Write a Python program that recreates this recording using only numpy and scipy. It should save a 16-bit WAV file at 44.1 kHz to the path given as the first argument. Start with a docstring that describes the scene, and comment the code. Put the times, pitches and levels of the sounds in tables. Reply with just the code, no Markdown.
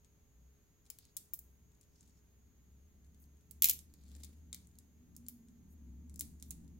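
"""Polished stone beads on a strand tick against each other as hands turn it close to a phone in a small room.
Each contact is a compact impulse with its own colour and a short scattered ring; grating is a train of weak ones.
Once the loose end drops onto a heap of strands on the table: harder impulses that run on from bead to bead.
Brushing skin is swells of band noise. Behind lie a low drone like an engine outside (a wavering sine),
its slowly growing rumble, a boxy hum, a faint electrical whine (thin sines) and still air (coloured noise)."""
import sys
import numpy as np
from scipy import signal
from scipy.fft import rfft, irfft
from scipy.io import wavfile
from scipy.ndimage import uniform_filter1d

SR = 44100
rng = np.random.default_rng(int(sys.argv[2]) if len(sys.argv) > 2 else 0)


def persist_wave(psi):
    """Save psi, clipped to +-1, as 16-bit WAV."""
    counts = np.round(np.clip(psi, -1, 1) * 32767).astype(np.int16)
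    wavfile.write(sys.argv[1], SR, np.atleast_2d(counts).T)


N = 299439

# bead meets bead in the hand:
# (time [s], level [dB], body below 4 kHz [dB], edge above 13 kHz [dB], left minus right [dB])
HAND_CLICKS = [(0.047, -39, -3, -30, 13), (0.902, -20.5, -6, 7.5, 5), (0.9874, -31, -2, 7, 5),
               (1.0525, -37.5, -2, -7, -1), (1.1677, -13.5, -12, 3.5, 32), (1.1715, -18.5, -10, 7.5, -34),
               (1.3359, -24.5, -10, 22.5, 15), (1.342, -22, -16, 12, -14), (1.391, -28.5, -15.5, 12.5, 5),
               (1.8119, -37.5, -9, -2, 9), (2.0086, -35, -15, -41, 0), (3.511, -26.5, -12, 8, -16),
               (3.7909, -23.5, -11, -7, -10), (3.939, -36, -2.5, 2.5, -4), (4.1163, -44, 7, -20, 5),
               (4.151, -30.5, -4, -17, 22), (4.2355, -23.5, -6.5, -4, -4), (4.246, -27.5, -6, 5, 21),
               (4.5291, -16, -4.5, -10, 7), (4.546, -20.5, -5.5, 4, 3), (4.6718, -36, -31, -4, 2),
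               (4.7875, -31, -12.5, 2, -1), (5.1653, -26, -15.5, 4, -3.5), (5.2654, -32, -8.5, -24, 8),
               (5.285, -20.5, -10.5, 12, 3.5), (5.4856, -40, -8.5, -23.5, 3), (6.0967, -34, -8.5, -10, 6),
               (6.1421, -33.5, -13, -4, -1), (6.1595, -28, -11, 0, 15), (6.194, -17, -19, 3, -4),
               (6.198, -16, -17, -7, 15), (6.2091, -11, -10, 5, 4), (6.217, -24.5, -7.5, -18, 8),
               (6.3995, -34, -15, -22, 4), (6.4255, -21, -7.5, -2, -7), (6.5075, -14.5, -35, -2, -20),
               (6.5118, -26.5, -0.5, 8, 4)]
# beads rub as the strand is drawn through the fingers: (start [s], end [s], rate [ticks/s], middle level [dB])
GRATING_SPELLS = [(0.826, 0.902, 65, -43), (1.682, 1.842, 58, -54.5), (2.023, 2.101, 90, -46.5),
                  (2.956, 3.5, 14, -52.5), (4.019, 4.225, 63, -48), (4.221, 4.257, 210, -38.5),
                  (4.602, 4.856, 20, -49.5), (5.102, 5.202, 30, -50), (6.398, 6.749, 20, -49)]
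# colour of a contact between beads held in the fingers: (frequency [Hz], gain [dB])
HELD_COLOUR = [(100, -18), (500, -14), (1000, -22.5), (1600, -17), (2200, -6.5), (2800, -9.5), (3700, -0.5),
               (5000, -2), (6200, -1.5), (7400, -0.5), (8600, -3), (11000, -2.5), (14500, -5),
               (16000, -1.5)]
# beads of the loose end land on the heap:
# (time [s], level [dB], body below 4 kHz [dB], edge above 13 kHz [dB])
LANDINGS = [(3.6219, -1, -8.5, 8), (3.6332, -12, -1, 11), (3.6437, 1.5, -3, 6.5), (3.6562, -5.5, -8.5, 6.5),
            (3.675, -13, -6, 0), (3.6869, -11.5, -4, 10.5), (3.6965, -1, -8.5, 4.5),
            (3.7084, -12, -10.5, 2), (3.7322, -26.5, -9, 14)]
# colour of a contact on the heap, which lies on the table: (frequency [Hz], gain [dB])
HEAP_COLOUR = [(100, -14.5), (450, -21), (700, -26), (1300, -25.5), (1800, -16), (2300, -3.5), (3000, -0.5),
               (4000, 1), (4700, -3.5), (6000, -0.5), (7400, -1), (8800, -6.5), (13000, 1.5), (16000, -3)]
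# colour of the room's answer: (frequency [Hz], gain [dB])
ROOM_COLOUR = [(200, 7.5), (1500, 5), (3000, 0.8), (5000, -0.5), (7000, -5.5), (9000, -3), (12000, -4.5),
               (16000, -10)]
# skin brushes over stone and skin:
# (centre time [s], time from centre to a fall by e^2 [s], centre frequency [Hz], level [dB])
BRUSH_STROKES = [(1.053, 0.081, 4700, -79.5), (1.51, 0.18, 14000, -83), (2.04, 0.21, 5760, -81),
                 (3.228, 0.038, 14300, -68.5), (4.129, 0.26, 4500, -80.5), (4.207, 0.235, 295, -70.5),
                 (5.721, 0.056, 13420, -79), (6.468, .07, 14700, -71)]
# pitch of the distant engine: (time [s], firing rate [Hz])
FIRING_RATE = [(0, 63), (1.7, 63), (2.4, 68), (3, 71), (4.2, 74), (5, 74), (6, 72), (6.8, 70)]
# level of the engine's drone as it carries indoors: (time [s], level [dB])
DRONE_LEVEL = [(0, -75), (0.48, -64.5), (0.62, -83.5), (1.33, -74), (1.46, -63.5), (1.8, -74), (2.65, -65),
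               (3.3, -61.5), (3.44, -67.5), (3.55, -56.5), (3.98, -62.5), (4.15, -54), (4.93, -68.5),
               (5.3, -65.5), (5.47, -76.5), (5.92, -53.5), (6.42, -53), (6.79, -59)]
# spectrum of the engine's rumble: (frequency [Hz], relative density [dB per Hz])
RUMBLE_SPECTRUM = [(20, -7.5), (33, -6.5), (50, -8.5), (72, 3), (100, -4), (135, -6), (175, 2), (235, -5.5),
                   (300, -8), (380, -20.5), (550, -37.5), (900, -34.5), (2000, -70.5)]
# level of the boxy hum: (time [s], level [dB])
BOOM_LEVEL = [(0, -88.5), (3.8, -82.5), (4.25, -68.5), (4.7, -76.5), (5.35, -62), (5.7, -70.5),
              (5.87, -64.5), (6.79, -67.5)]
# spectrum of the boxy hum: (frequency [Hz], relative density [dB per Hz])
BOOM_SPECTRUM = [(170, -39), (215, -12), (240, 2), (262, -14), (310, -34), (900, -88.5)]
# electrical hum and whine, high lines spaced by multiples of twice the mains rate: (frequency [Hz], level [dB])
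WHINE_LINES = [(419.9, -86), (6240, -94.5), (6360, -89), (6600, -86), (6840, -88), (6960, -99.5)]
# still air of the room and microphone hiss: (frequency [Hz], relative density [dB per Hz])
AIR_SPECTRUM = [(20, 15), (35, 25), (60, 28.5), (100, 26), (200, 17.5), (400, 9.5), (700, 2), (1200, -1),
                (1800, -2), (3000, -5), (5500, -9), (6600, -1.5), (7500, -11.5), (9500, -14.5),
                (11700, -3.5), (16000, -5.5)]
# resonance of each microphone port, left then right: (centre [Hz], width [Hz], gain [dB])
PORT_RESONANCES = [(7315, 180, 12), (9550, 2900, 2.5)]

# a knocked bead rebounds at least this much weaker, with waits spread over this time
REBOUND_DB, REBOUND_S = -14.5, .016
# a landing runs on through its neighbours: mean time from bead to bead, level change at each bead
KNOCK_ON_S, KNOCK_ON_DB = .0023, -5
# the rest of the heap is jostled at least this much weaker, with waits spread over this time
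JOSTLE_DB, JOSTLE_S = -11, .013
# uneven colour of every contact: spread in the bass and midrange, spacing of its humps
UNEVEN_DB, HUMP_HZ = 3, 447
# the rumble grows steadily and follows a share of the drone's swells
RUMBLE_START_DB, RUMBLE_RISE_DB_PER_S, RUMBLE_FOLLOW = -78.5, 2.5, 0.23
AIR_DB = -69.5
TOP_HZ = 15800  # upper band limit of the microphones


def hand_clicks(rebounds=2):
    """Impact and rebound: each light knock between held beads is followed by fainter knocks."""
    out = np.zeros((3, N))
    for s, db, body_db, edge_db, pan_db in HAND_CLICKS:
        add(out, s, contact(HELD_COLOUR, db, body_db, edge_db, pan_db, scatter_db=-2))
        for wait, weakness in rng.random((rebounds, 2)):
            rebound_db = db + REBOUND_DB - 8 * weakness
            rebound = contact(HELD_COLOUR, rebound_db, body_db, edge_db, pan_db, scatter_db=-2)
            add(out, s + .002 + REBOUND_S * wait, rebound)
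    return out


def grating():
    """Stick-slip friction: rubbing beads give tiny dull slips at random moments."""
    out = np.zeros((3, N))
    for start, end, rate, db in GRATING_SPELLS:
        ticks = int(abs(end - start) * rate)
        for when, size, side in rng.random((ticks, 3)):
            slip_db = db + 12 * (size - .5)
            slip = contact(HELD_COLOUR, slip_db, body_db=-3.0, edge_db=-8.5, pan_db=10 * side, scatter_db=1.5)
            add(out, start + when * (end - start), slip)
    return out


def falling_strand(beads=3):
    """Momentum transfer: each hard landing runs on through the next beads and jostles those around."""
    out = np.zeros((3, N))
    for s, db, body_db, edge_db in LANDINGS:
        for k, (uneven, wait, weakness, side) in enumerate(rng.random((beads, 4))):
            knock = contact(HEAP_COLOUR, db + k * KNOCK_ON_DB, body_db, edge_db, pan_db=0, scatter_db=-4)
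            add(out, s + k * KNOCK_ON_S * (1 + .3 * (uneven - .5)), knock)
            jostle_db = db + JOSTLE_DB - 8 * weakness
            jostle = contact(HEAP_COLOUR, jostle_db, body_db, edge_db, pan_db=10 * (side - .5), scatter_db=1)
            add(out, s + .003 + JOSTLE_S * wait, jostle)
    return out


def contact(spectrum, db, body_db, edge_db, pan_db, scatter_db, size=1024):
    """Hertzian impact: contact hardness colours a snap; rows are left, right and what goes out into the room."""
    # small stones ring above hearing, so hardness of contact sets the colour
    hardness = [(4000, body_db), (6500, 0), (9500, 0), (13000, edge_db)]
    snap = causal(shape_db(spectrum, size) + shape_db(hardness, size) + own_colour(size))
    # neighbouring beads, hand and table scatter it: noise partly shared by both sides, for a mild ring
    t = np.arange(size) / SR
    left_right_shared = rng.standard_normal((3, size))
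    noise = left_right_shared[:2] + 0.32 * left_right_shared[2]
    scatter = rfft(noise * np.exp(-t / .0022))
    half_flattened = irfft(scatter / np.sqrt(np.abs(scatter)))
    paths = half_flattened * np.exp(-t / 0.024) * (1 - np.exp(-t / .0002))
    paths *= undb(scatter_db) / np.sqrt(np.sum(paths ** 2, axis=1, keepdims=True))
    # the straight path reaches the two ports at most one sample apart
    paths[0, 1] += 1
    paths[1, rng.choice([0, 1, 1, 2])] += 1
    pan = unit(undb(np.array([[pan_db], [-pan_db]]) / 2))
    ports = pan * signal.fftconvolve(paths, snap[None], axes=1)[:, :size]
    return undb(db) * np.vstack([ports, snap])


def own_colour(size, count=64):
    """Spectral individuality: random humps and dips [dB] for one contact, milder in the treble."""
    hz = np.fft.rfftfreq(size, 1 / SR)
    humps = np.interp(hz, HUMP_HZ * np.arange(count), rng.standard_normal(count))
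    return UNEVEN_DB * humps / (1 + (hz / 9000) ** 2)


def room(x, wet_db, t60_s, early_db, early_s):
    """Reverberation: quick reflections from the table top and nearby things, then an exponential tail."""
    t = np.arange(SR // 2) / SR
    early = undb(early_db) * unit(np.exp(-t / early_s) * (t > .003))
    late = undb(wet_db) * unit(undb(-60 * t / t60_s) * (1 - np.exp(-t / .004)))
    diffuse = colour(rng.standard_normal((2, len(t))), ROOM_COLOUR)
    response = diffuse * (early + late) / np.sqrt(len(t))
    return x[:2] + signal.fftconvolve(x[2:], response, axes=1)[:, :N]


def brushing():
    """Sliding friction: skin on stone or skin gives a short swell of grainy band noise."""
    t = np.arange(N) / SR
    out = np.zeros((2, N))
    for s, length, hz, db in BRUSH_STROKES:
        band = [(hz / 4, -30), (hz / 1.5, -9), (hz, 0), (hz * 1.2, -7), (hz * 3, -25)]
        swell = np.exp(-2 * ((t - s) / length) ** 2)
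        grain = undb(db + 3.9 * walk(160))
        out += stereo_noise(band, wide_hz=2980) * swell * grain
    return out


def engine():
    """Periodic firing and transmission loss: a wavering note and a growing rumble, dulled by the walls."""
    t = np.arange(N) / SR
    hz, = curve(FIRING_RATE)
    drone_db, = curve(DRONE_LEVEL)
    phase = 2 * np.pi * np.cumsum(hz * (1 + .035 * walk(14))) / SR
    drone = unit(np.sin(phase) * undb(2.2 * walk(17))) * undb(drone_db)
    swells_db = RUMBLE_FOLLOW * (drone_db - drone_db.mean())
    rumble_db = RUMBLE_START_DB + RUMBLE_RISE_DB_PER_S * t + swells_db
    rumble = stereo_noise(RUMBLE_SPECTRUM, wide_hz=2200) * undb(rumble_db + 1.8 * walk(11))
    # the drone is slightly louder on the left
    return drone * undb(np.array([[.7], [-.7]])) + rumble


def boom():
    """Narrow-band noise: a thin band of rumble stands out as a wavering hum."""
    db, = curve(BOOM_LEVEL)
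    return stereo_noise(BOOM_SPECTRUM, wide_hz=2500) * undb(db)


def whine():
    """Frequency modulation: thin electrical lines of steady level waver slightly in pitch."""
    out = np.zeros((2, N))
    for hz, db in WHINE_LINES:
        for side in range(2):
            phase = 2 * np.pi * np.cumsum(hz * (1 + 0.0016 * walk(160))) / SR
            out[side] += unit(np.sin(phase)) * undb(db)
    return out


def still_air():
    """Stationary noise: the room's still air and microphone hiss at a constant level."""
    return stereo_noise(AIR_SPECTRUM, wide_hz=690) * undb(AIR_DB)


def stereo_noise(points, wide_hz):
    """Diffuse-field coherence: coloured noise, alike left and right in the bass, unrelated in the treble."""
    mid, side = rfft(rng.standard_normal((2, N)))
    hz = np.fft.rfftfreq(N, 1 / SR)
    side = side * np.sqrt((hz + 20) / (hz + wide_hz))
    left_right = irfft(np.array([mid + side, mid - side]), N)
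    return unit(colour(left_right, points))


def walk(rate):
    """Random modulation: levels held 1 / rate seconds, smoothed twice, then scaled to a spread near 1."""
    k = int(SR / rate)
    held = np.repeat(rng.standard_normal(N // k + 1), k)
    smooth = uniform_filter1d(uniform_filter1d(held, k), k)
    return unit(smooth[:N])


def causal(db):
    """Minimum phase: folding the cepstrum gives the most compact causal response with this gain."""
    cepstrum = irfft(db * np.log(10) / 20)
    half = len(cepstrum) // 2
    cepstrum[1:half] *= 2
    cepstrum[half + 1:] = 0
    return irfft(np.exp(rfft(cepstrum)))


def shape_db(points, size):
    """Logarithmic frequency scale: (frequency [Hz], gain [dB]) points read at the bins of a transform."""
    hz, db = np.transpose(points)
    return np.interp(np.log(np.fft.rfftfreq(size, 1 / SR) + 1), np.log(hz), db)


def colour(x, points):
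    """Linear filtering: multiply the spectrum by the gain of (frequency [Hz], gain [dB]) points."""
    size = x.shape[-1]
    return irfft(rfft(x) * undb(shape_db(points, size)), size)


def curve(rows):
    """Linear interpolation: each column of a timed table, for every sample."""
    s, *columns = np.transpose(rows)
    return [np.interp(np.arange(N) / SR, s, c) for c in columns]


def undb(db):
    """Logarithmic level: decibels to amplitude gain."""
    return 10 ** (np.asarray(db) / 20)


def unit(x):
    """Effective value: scale to rms 1."""
    return x / np.sqrt(np.mean(x ** 2))


def add(out, s, sound):
    """Superposition: mix a sound in at time s [s]."""
    i = max(int(s * SR), 0)
    part = sound[:, :max(N - i, 0)]
    out[:, i:i + part.shape[1]] += part


def scene():
    """Superposition of near and far: beads by the phone, the heap further down, the quiet room behind."""
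    held = room(hand_clicks() + grating(), wet_db=-6.5, t60_s=0.35, early_db=-10, early_s=0.01)
    heap = room(falling_strand(), wet_db=-10.5, t60_s=0.19, early_db=-13.0, early_s=0.043)
    background = engine() + boom() + whine() + still_air()
    return held + heap + brushing() + background


def record(dry, size=256):
    """Port resonance and band limiting: each port adds its own peak, and the top is cut steeply."""
    hz = np.fft.rfftfreq(size, 1 / SR)
    ports = [causal(db / (1 + (2 * (hz - centre) / width) ** 2)) for centre, width, db in PORT_RESONANCES]
    heard = np.array([signal.fftconvolve(x, port)[:N] for x, port in zip(dry, ports)])
    top_cut = signal.ellip(8, .2, 70, TOP_HZ, fs=SR, output="sos")
    return signal.sosfilt(top_cut, heard)


dry = scene()
out = record(dry)
persist_wave(out)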